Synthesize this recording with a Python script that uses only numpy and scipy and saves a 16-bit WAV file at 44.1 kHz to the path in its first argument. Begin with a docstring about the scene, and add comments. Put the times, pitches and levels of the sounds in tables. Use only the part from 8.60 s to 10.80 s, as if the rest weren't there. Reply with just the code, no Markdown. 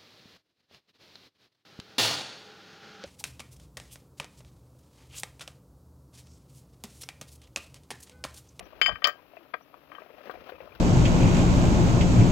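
"""A faint steel scrape and a knock of wood come first; then a lever pipe on a grape press clanks and rings,
pulled off one stub of the head and shoved onto the next outdoors, rattling home against the plate.
It scrapes as the screw turns and the wooden blocks knock under load. Decaying sines make the ringing and
knocks; shaped noise makes the clacks, ticks, rubbing, wind and hiss; gliding sines make the squeaks.
The near, left microphone gets most of it; light wind touches both."""
import sys
import numpy as np
from scipy import signal
from scipy.fft import rfft, irfft, next_fast_len
from scipy.io import wavfile
from scipy.ndimage import map_coordinates

SR = 44100
rng = np.random.default_rng(int(sys.argv[2]) if len(sys.argv) > 2 else 0)


def wav_record(signal):
    """Record a signal, one row per channel, as 16-bit PCM in the file named by sys.argv[1]."""
    frames = np.transpose(np.atleast_2d(signal))
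    bounded = np.clip(frames, -1, 1)
    # unit amplitude maps onto the largest positive 16-bit level
    quanta = np.round(bounded * 32767).astype(np.int16)
    wavfile.write(sys.argv[1], SR, quanta)


N = 97020  # samples, 2.2 s


def amp(db):
    """Amplitude ratio of a level in decibels: 20 dB is a factor of ten."""
    return 10 ** (np.asarray(db) / 20)


def unit(x):
    """Normalisation to a root-mean-square value of 1."""
    return x / np.sqrt(np.mean(x ** 2) + 1e-20)


def along(points, hz):
    """Interpolation of (Hz, value) points on a logarithmic frequency axis."""
    point_hz, values = np.transpose(points)
    return np.interp(np.log(hz + 1), np.log(point_hz + 1), values)


def curve(rows, axis=1):
    """Linear interpolation in time of one column of a table, one value per sample."""
    columns = np.transpose(rows)
    return np.interp(np.arange(N) / SR, columns[0], columns[axis])


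def wobble(rate):
    """Smooth random fluctuation: a spline through Gaussian knots, rate knots a second."""
    knots = rng.standard_normal(N // 20)
    return map_coordinates(knots, [np.arange(N) * rate / SR], mode="wrap")


def filtered(x, response):
    """Linear filtering: the spectrum of x times a response of frequency."""
    m = next_fast_len(N + 8192)
    spectrum = rfft(x, m) * response(np.fft.rfftfreq(m, 1 / SR))
    return irfft(spectrum, m)[..., :N]


def noise(spectrum, colour=lambda hz: 1):
    """Coloured noise of rms 1: white noise shaped by (Hz, dB) points and an optional colour."""
    white = rng.standard_normal(N)
    return unit(filtered(white, lambda hz: amp(along(spectrum, hz)) * colour(hz)))


def since(s):
    """Elapsed time: seconds since s, zero before it."""
    return np.maximum(np.arange(N) / SR - s, 0)


def decay(t, t60):
    """Exponential damping: amplitude falls by 60 dB in t60 seconds."""
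    return np.exp(-np.log(1000) * t / t60)


def fade(t, t60):
    """Impact envelope: exponential rise with a time constant of 0.72 ms, then exponential damping."""
    return (1 - np.exp(-t / 0.00072)) * decay(t, t60)


def tone(hz, t):
    """Simple harmonic motion: a sine of random phase."""
    return np.sin(2 * np.pi * (hz * t + rng.random()))


def port(wind_db, lumps_db=2.5, hiss_db=-71):
    """Turbulent pressure: low, lumpy noise of wind on one microphone's port, plus steady hiss."""
    # Spectrum of the wind noise. Each row: frequency in Hz, level in dB.
    buffet_spectrum = [(20, -33.5), (40, -11), (62, 0.5), (85, -6.5), (110, -10), (170, -11), (400, -32.5),
                       (1500, -81)]
    # Spectrum of the microphone hiss. Each row: frequency in Hz, level in dB.
    hiss_spectrum = [(100, 5), (3000, -2), (6000, -7.5), (8500, -19.5), (10000, -9.5), (12000, 2),
                     (15500, 1), (16000, -32.5)]
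    wind = unit(noise(buffet_spectrum) * amp(lumps_db * wobble(21)))
    return amp(wind_db) * wind + amp(hiss_db) * noise(hiss_spectrum)


def air(level_db=-61.5):
    """Ambient sound as stationary coloured noise: the steady outdoor background."""
    # Spectrum of the background. Each row: frequency in Hz, level in dB.
    air_spectrum = [(30, -28.5), (150, 2.5), (220, -5.5), (295, 12), (380, -10), (700, -15.5), (2500, -9),
                    (5000, -21), (8000, -55.5)]
    return amp(level_db) * noise(air_spectrum)


def yard(x, t60=0.15):
    """Diffuse reverberation: convolution with decaying noise of unit energy, a short outdoor echo."""
    t = np.arange(SR // 2) / SR
    tail = rng.standard_normal(len(t)) * fade(t, t60)
    return signal.fftconvolve(x, tail / np.linalg.norm(tail))[:N]


def low_cut(x, cut_hz=205):
    """Inefficient bass radiation of small parts: a second-order high-pass."""
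    return filtered(x, lambda hz: (1j * hz) ** 2 / (cut_hz ** 2 - hz ** 2 + 1j * hz * cut_hz))


def squeaks(waver=0.03):
    """Frequency modulation: short squeaks and low groans of screw and blocks, as unsteady gliding sines."""
    # Squeaks and groans. Each row: start in seconds, length in seconds,
    # start and end frequency in Hz before the random waver, peak level in dB.
    glide_rows = [(.035, 0.035, 5600, 6120, -60), (.766, 0.018, 2700, 2585, -48),
                  (.78, 0.086, 390, 263, -54), (1.012, 0.031, 5620, 6000, -64.5),
                  (1.735, 0.033, 625.6, 800, -43.5), (1.925, 0.047, 456, 583, -43),
                  (1.94, 0.0434, 2790, 2300, -52.5), (2.008, 0.072, 470, 595, -47.5),
                  (2.12, 0.0075, 2445, 2480, -43)]
    out = np.zeros(N)
    for s, length, start_hz, end_hz, db in glide_rows:
        progress = np.minimum(since(s) / length, 1)
        glide_hz = start_hz + (end_hz - start_hz) * progress
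        hz = glide_hz * (1 + waver * wobble(400))
        swell = np.sin(np.pi * progress)
        out += amp(db) * swell * np.sin(2 * np.pi * np.cumsum(hz) / SR)
    return out


def scrape(rough_db=2.5, grit_rough_db=3):
    """Sliding friction: steel rubs on steel in many tiny dull catches, with a few gritty slips."""
    # Steel sliding and the screw turning. Each row: time in seconds, rms level in dB.
    rub_levels = [(0, -50), (.12, -51), (.4, -53.5), (.6, -55), (.7, -57), (.79, -52.5), (.88, -58),
                  (1.0, -59), (1.28, -55.5), (1.4, -50), (1.48, -54), (1.56, -53), (1.62, -50.5),
                  (1.65, -45.5), (1.69, -47.5), (1.8, -48), (1.89, -47.5), (1.98, -53), (2.05, -50),
                  (2.2, -49.5)]
    # Spectra of the rubbing, the catches and the grit. Each row: frequency in Hz, level in dB.
    rub_spectrum = [(100, -13.5), (300, -2), (550, 0), (900, -7), (1250, -5), (2100, -10.5), (2650, -8),
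                    (3700, -18.5), (5500, -24), (8000, -46), (16000, -29)]
    catch_spectrum = [(150, -15.5), (400, -7.5), (600, 5.5), (900, 0), (1250, 2), (2000, -22), (2700, -10),
                      (4000, -26.5), (8000, -50.5)]
    grit_spectrum = [(500, -41), (1500, 10.5), (2200, -17), (3000, 2.5), (4500, -7.5), (6500, -27),
                     (9000, -36), (14000, -15.5)]
    # Gritty slips. Each row: centre in seconds, level in dB, half length (Gaussian sigma) in seconds.
    slip_rows = [(1.715, -46, .007), (1.899, -43.5, 0.009), (2.016, -52, 0.004), (2.156, -46, 0.0045)]
    catches_per_s, catch_db, catch_spread_db, catch_t60 = 130, -0.5, 4.3, 0.031

    struck = rng.random(N) < catches_per_s / SR
    catches = struck * amp(catch_db + catch_spread_db * rng.standard_normal(N))
    envelope = signal.fftconvolve(catches, fade(since(0), catch_t60))[:N]
    grains = envelope * noise(catch_spectrum)
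    rough_rub = noise(rub_spectrum) * amp(rough_db * wobble(140))
    rub = amp(curve(rub_levels)) * unit(rough_rub + grains)

    slips = sum(amp(db) * np.exp(-.5 * ((since(0) - s) / half) ** 2) for s, db, half in slip_rows)
    grit = unit(noise(grit_spectrum) * amp(grit_rough_db * wobble(650)))
    return rub + slips * grit


def blocks(body_t60=0.041, tick_db=-8.5, tick_t60=0.051):
    """Damped resonance: each slip of the wood under load is a hollow knock with a dry noise tick."""
    # Knocks of the blocks. Each row: start in seconds, level in dB, pitch in Hz.
    knock_rows = [(.008, -34.5, 700), (.591, -44.5, 980), (.735, -39, 704), (.768, -31.5, 665),
                  (1.419, -34.5, 630), (1.461, -40.5, 698), (1.502, -37.5, 468), (1.539, -38.5, 582),
                  (1.581, -41, 750), (1.607, -35.5, 602), (1.672, -34.5, 494), (1.696, -29, 520),
                  (1.738, -31.5, 679), (1.753, -36, 687), (1.773, -36, 518), (1.82, -38.5, 530),
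                  (1.87, -36.5, 652), (1.892, -30, 726), (1.9205, -29.5, 520), (1.94, -43, 463),
                  (1.954, -48, 538), (2.004, -30, 523), (2.022, -38.5, 536), (2.041, -39.5, 605),
                  (2.119, -46, 470)]
    # Spectrum of the tick. Each row: frequency in Hz, level in dB.
    tick_spectrum = [(150, -29.5), (450, 3.5), (1200, -5), (2000, -5), (2700, -6), (4000, -43), (8000, -50)]
    body = sum(amp(db) * fade(since(s), body_t60) * tone(hz, since(s)) for s, db, hz in knock_rows)
    ticks = sum(amp(db + tick_db) * fade(since(s), tick_t60) for s, db, hz in knock_rows)
    return body + ticks * noise(tick_spectrum)


def cracks(t60=0.011):
    """Impulsive contact: sharp steel edges meet in very short bursts of bright noise."""
    # Edge contacts. Each row: start in seconds, level in dB.
    crack_rows = [(.2148, -21.5), (0.4409, -34.5), (0.4724, -12)]
    # Spectrum of a crack. 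Each row: frequency in Hz, level in dB.
    crack_spectrum = [(2500, 0.5), (5000, 5.5), (7200, 0.5), (8500, -21.5), (12000, -10.5), (15500, -18)]
    envelope = sum(amp(db) * fade(since(s), t60) for s, db in crack_rows)
    return noise(crack_spectrum) * envelope


def burst(colour, envelope):
    """Dense modes heard as noise: a short clack with the energy of its envelope."""
    # Spectrum of the clack before the contact's colour. Each row: frequency in Hz, level in dB.
    clack_spectrum = [(100, -6.5), (300, -4.5), (700, 3.5), (900, -2.5), (1200, 3), (1750, -3), (2300, 7.5),
                      (2800, -5.5), (3300, 1.5), (3900, -16.5), (4700, -1), (6000, -24.5), (7300, -20.5),
                      (8500, -50.5), (16000, -26)]
    x = noise(clack_spectrum, colour)[:len(envelope)] * envelope
    return x * np.linalg.norm(envelope) / np.linalg.norm(x)


def contact_colour(hz, centre, spread, skirt_db=-18.5, skirt_reach=3.5):
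    """Contact stiffness sets bandwidth: a bell around the centre and a weak skirt up to 3.5 times it."""
    skirt = amp(skirt_db) / (1 + (hz / (skirt_reach * centre)) ** 2)
    bell = np.exp(-.5 * (np.log2((hz + 1) / centre) / spread) ** 2)
    return skirt + bell


def clanks(snap_t60=0.013, mode_scatter_db=1.5, detune=0.003):
    """Modal excitation: contacts snap, clack and ring the plate; hard ones are centred high, soft low."""
    # Modes of the head and its plate. Each row: nominal frequency in Hz, mean level in dB,
    # t60 in seconds before the contact's decay factor.
    plate_modes = [(470, -8.5, 0.11), (591.4, -5, .11), (716, -5.5, 0.062), (1065, -9, 0.074),
                   (1170, 0.5, 0.079), (1222, -1.5, 0.082), (1287, -8.5, 0.12), (1570, -2, 0.092),
                   (1607, -7.5, 0.17), (1802, -10, .1), (1892, -2, 0.084), (2184, -11, 0.06),
                   (2360, -10, .1), (2457, -8.5, 0.037), (3356, -13, 0.071)]
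    # Pipe against head. Each row: start in seconds, plate level in dB, plate decay factor, clack level
    # in dB, centre in Hz, spread in octaves, clack t60 in seconds, snap level in dB over the clack.
    contact_rows = [(0.2147, -23.5, .9, -16.5, 2300, 0.94, 0.083, 11.5),
                    (.260, -23, 1.5, -20.5, 2170, .62, .045, 14.5),
                    (.283, -24.5, 0.53, -29, 743, 0.31, 0.12, -5),
                    (.292, -25.5, 0.77, -25.5, 1212, 1.23, 0.033, -18.5),
                    (0.312, -34, 1, -38, 1480, 1.1, .05, -12.5),
                    (.321, -39.5, 1.2, -39, 1685, 1.2, 0.064, -15),
                    (.356, -32.5, 0.58, -30.5, 1700, 0.57, 0.02, -2.5),
                    (0.4206, -34, 0.8, -44, 1380, 1, 0.028, 8.5),
                    (.442, -16, 1.2, -12.5, 4290, 0.45, 0.062, -9),
                    (.450, -19.5, 1.35, -27, 1900, 1.03, 0.0544, -20),
                    (.4705, -14.5, 0.51, -25.5, 1160, 0.46, .05, -12),
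                    (.482, -22, 0.7, -38, 1200, 1, .05, -10),
                    (.494, -62, 0.52, -30.5, 1516, 1.2, 0.065, -6),
                    (0.936, -32, 0.82, -30.5, 610, 1, 0.033, -18),
                    (0.9388, -21, 0.48, -21.5, 1001, 0.93, 0.041, -11),
                    (1.141, -43, 0.55, -37, 790, 0.42, 0.028, -3),
                    (1.318, -36.5, 0.63, -40, 1210, 0.52, 0.028, -18),
                    (1.349, -47.5, 2.7, -41.5, 1500, 0.56, 0.029, 5.5),
                    (1.383, -31.5, 0.35, -48, 1020, 0.42, 0.015, -15),
                    (1.696, -28.5, 0.72, -36.5, 985, 0.53, 0.017, 2)]
    out, t = np.zeros(N + SR), np.arange(SR // 4) / SR
    for s, plate_db, decay_factor, clack_db, centre, spread, t60, snap_db in contact_rows:
        colour = lambda hz: contact_colour(hz, centre, spread)
        ring = np.zeros(len(t))
        for hz, db, mode_t60 in plate_modes:
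            level = amp(db + rng.normal(0, mode_scatter_db)) * colour(hz)
            mode = tone(hz * rng.normal(1, detune), t)
            ring += level * fade(t, mode_t60 * decay_factor) * mode
        clack = burst(colour, fade(t, t60) + amp(snap_db) * fade(t, snap_t60))
        out[round(s * SR):][:len(t)] += amp(plate_db) * ring + amp(clack_db) * clack
    return out[:N] + cracks()


def pipe(damped_t60=0.086, waver_rad=0.13, waver_db=1):
    """Bar modes under contact damping: blows renew the ring, free until the pipe leans on the stub."""
    # Partials of the pipe. Each row: frequency in Hz, level in dB, free t60 in seconds.
    partials = [(3073, 0, .45), (4908, -7, .13), (7088, -23, .17), (9500, -41, .11), (12108, -25, .07),
                (15675, -35, .15)]
    # Blows that ring it. Each row: start in seconds, level in dB, free ringing before damping in seconds,
    # brightness in dB per octave, extra dB on the highest partial.
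    blow_rows = [(0.2145, -14.5, 0.039, -2.5, -12), (.260, -16, 0.031, -0.5, -9),
                 (.321, -39.5, 0.03, -6.5, -9), (.356, -40, .008, -10.5, -10),
                 (0.4198, -47, 0.007, -12.5, -16), (.442, -10, 0.0022, -1.5, -2),
                 (0.4696, -29.5, 0.025, 8.5, 5), (.521, -49, 0.033, 2, -2.5),
                 (1.317, -48.5, .005, -22.5, -10), (1.351, -41.5, 0.0034, -26, -6)]
    lowest_hz, highest_hz = partials[0][0], partials[-1][0]
    blows = []
    for s, db, free, bright, top_db in blow_rows:
        held = amp(db) * decay(since(s + free), damped_t60)
        blows.append((since(s), held, bright, top_db))

    out = np.zeros(N)
    for hz, db, t60 in partials:
        ratio = hz / lowest_hz
        levels = []
        for t, held, bright, top_db in blows:
            tilt_db = bright * np.log2(ratio) + top_db * (hz == highest_hz)
            levels.append(held * fade(t, t60) * amp(tilt_db))
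        level = np.max(levels, axis=0)  # the strongest blow prevails
        flicker = amp(db + waver_db * wobble(110))
        phase_waver = waver_rad * ratio * wobble(140)  # high partials waver more
        out += level * flicker * np.sin(2 * np.pi * hz * since(0) + phase_waver)
    return out


def shaded(x):
    """Acoustic shadow: level and phase lag that depend on frequency, on the way to the right microphone."""
    # Level at the right microphone. Each row: frequency in Hz, level in dB.
    shade_levels = [(60, -7), (150, -8.5), (450, -10.5), (740, -15.5), (1220, -25.5), (2000, -26.5),
                    (3100, -23.5), (4000, -25), (4900, -13.5), (7000, -25), (9000, -17), (15000, -9)]
    # Phase lag at the right microphone. Each row: frequency in Hz, lag in radians.
    shade_phase = [(100, 1), (2150, 0.57), (3100, -2.5), (4820, 3), (7900, 6), (15000, 7)]
    return filtered(x, lambda hz: amp(along(shade_levels, hz)) * np.exp(-1j * along(shade_phase, hz)))


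def scene(near_echo_db=-15.5, far_echo_db=-14, scatter_db=-7.5):
    """Direct and scattered fields: the left microphone hears the press directly, the right is shaded."""
    # Wind on the ports. Each row: time in seconds, left rms level in dB, right rms level in dB.
    wind_levels = [(0, -56, -53), (.03, -45.5, -61), (.075, -67, -48), (.13, -65, -67.5), (.26, -55, -56),
                   (.305, -45.5, -49.5), (.335, -40.5, -53.5), (.39, -71, -60), (.55, -71.5, -75.5),
                   (1.0, -79, -74.5), (1.6, -70.5, -76.5), (1.8, -68.5, -57.5), (1.9, -70, -65.5),
                   (2.02, -66.5, -56), (2.2, -54.5, -64)]
    press = low_cut(pipe() + clanks() + blocks() + scrape() + squeaks()) + air()
    # sound by other paths: fresh draws make it incoherent with the direct sound
    scattered = amp(scatter_db) * low_cut(clanks() + scrape()) + amp(far_echo_db) * yard(press)
    near = press + amp(near_echo_db) * yard(press)
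    far = shaded(press + scattered)
    left = near + port(curve(wind_levels, axis=1))
    right = far + port(curve(wind_levels, axis=2))
    return np.array([left, right])


def record(dry):
    """Saturation and band limiting: clipping at full scale, then nothing from 16600 Hz up."""
    return filtered(np.clip(dry, -1, 1), lambda hz: hz < 16600)


dry = scene()
out = record(dry)
wav_record(out)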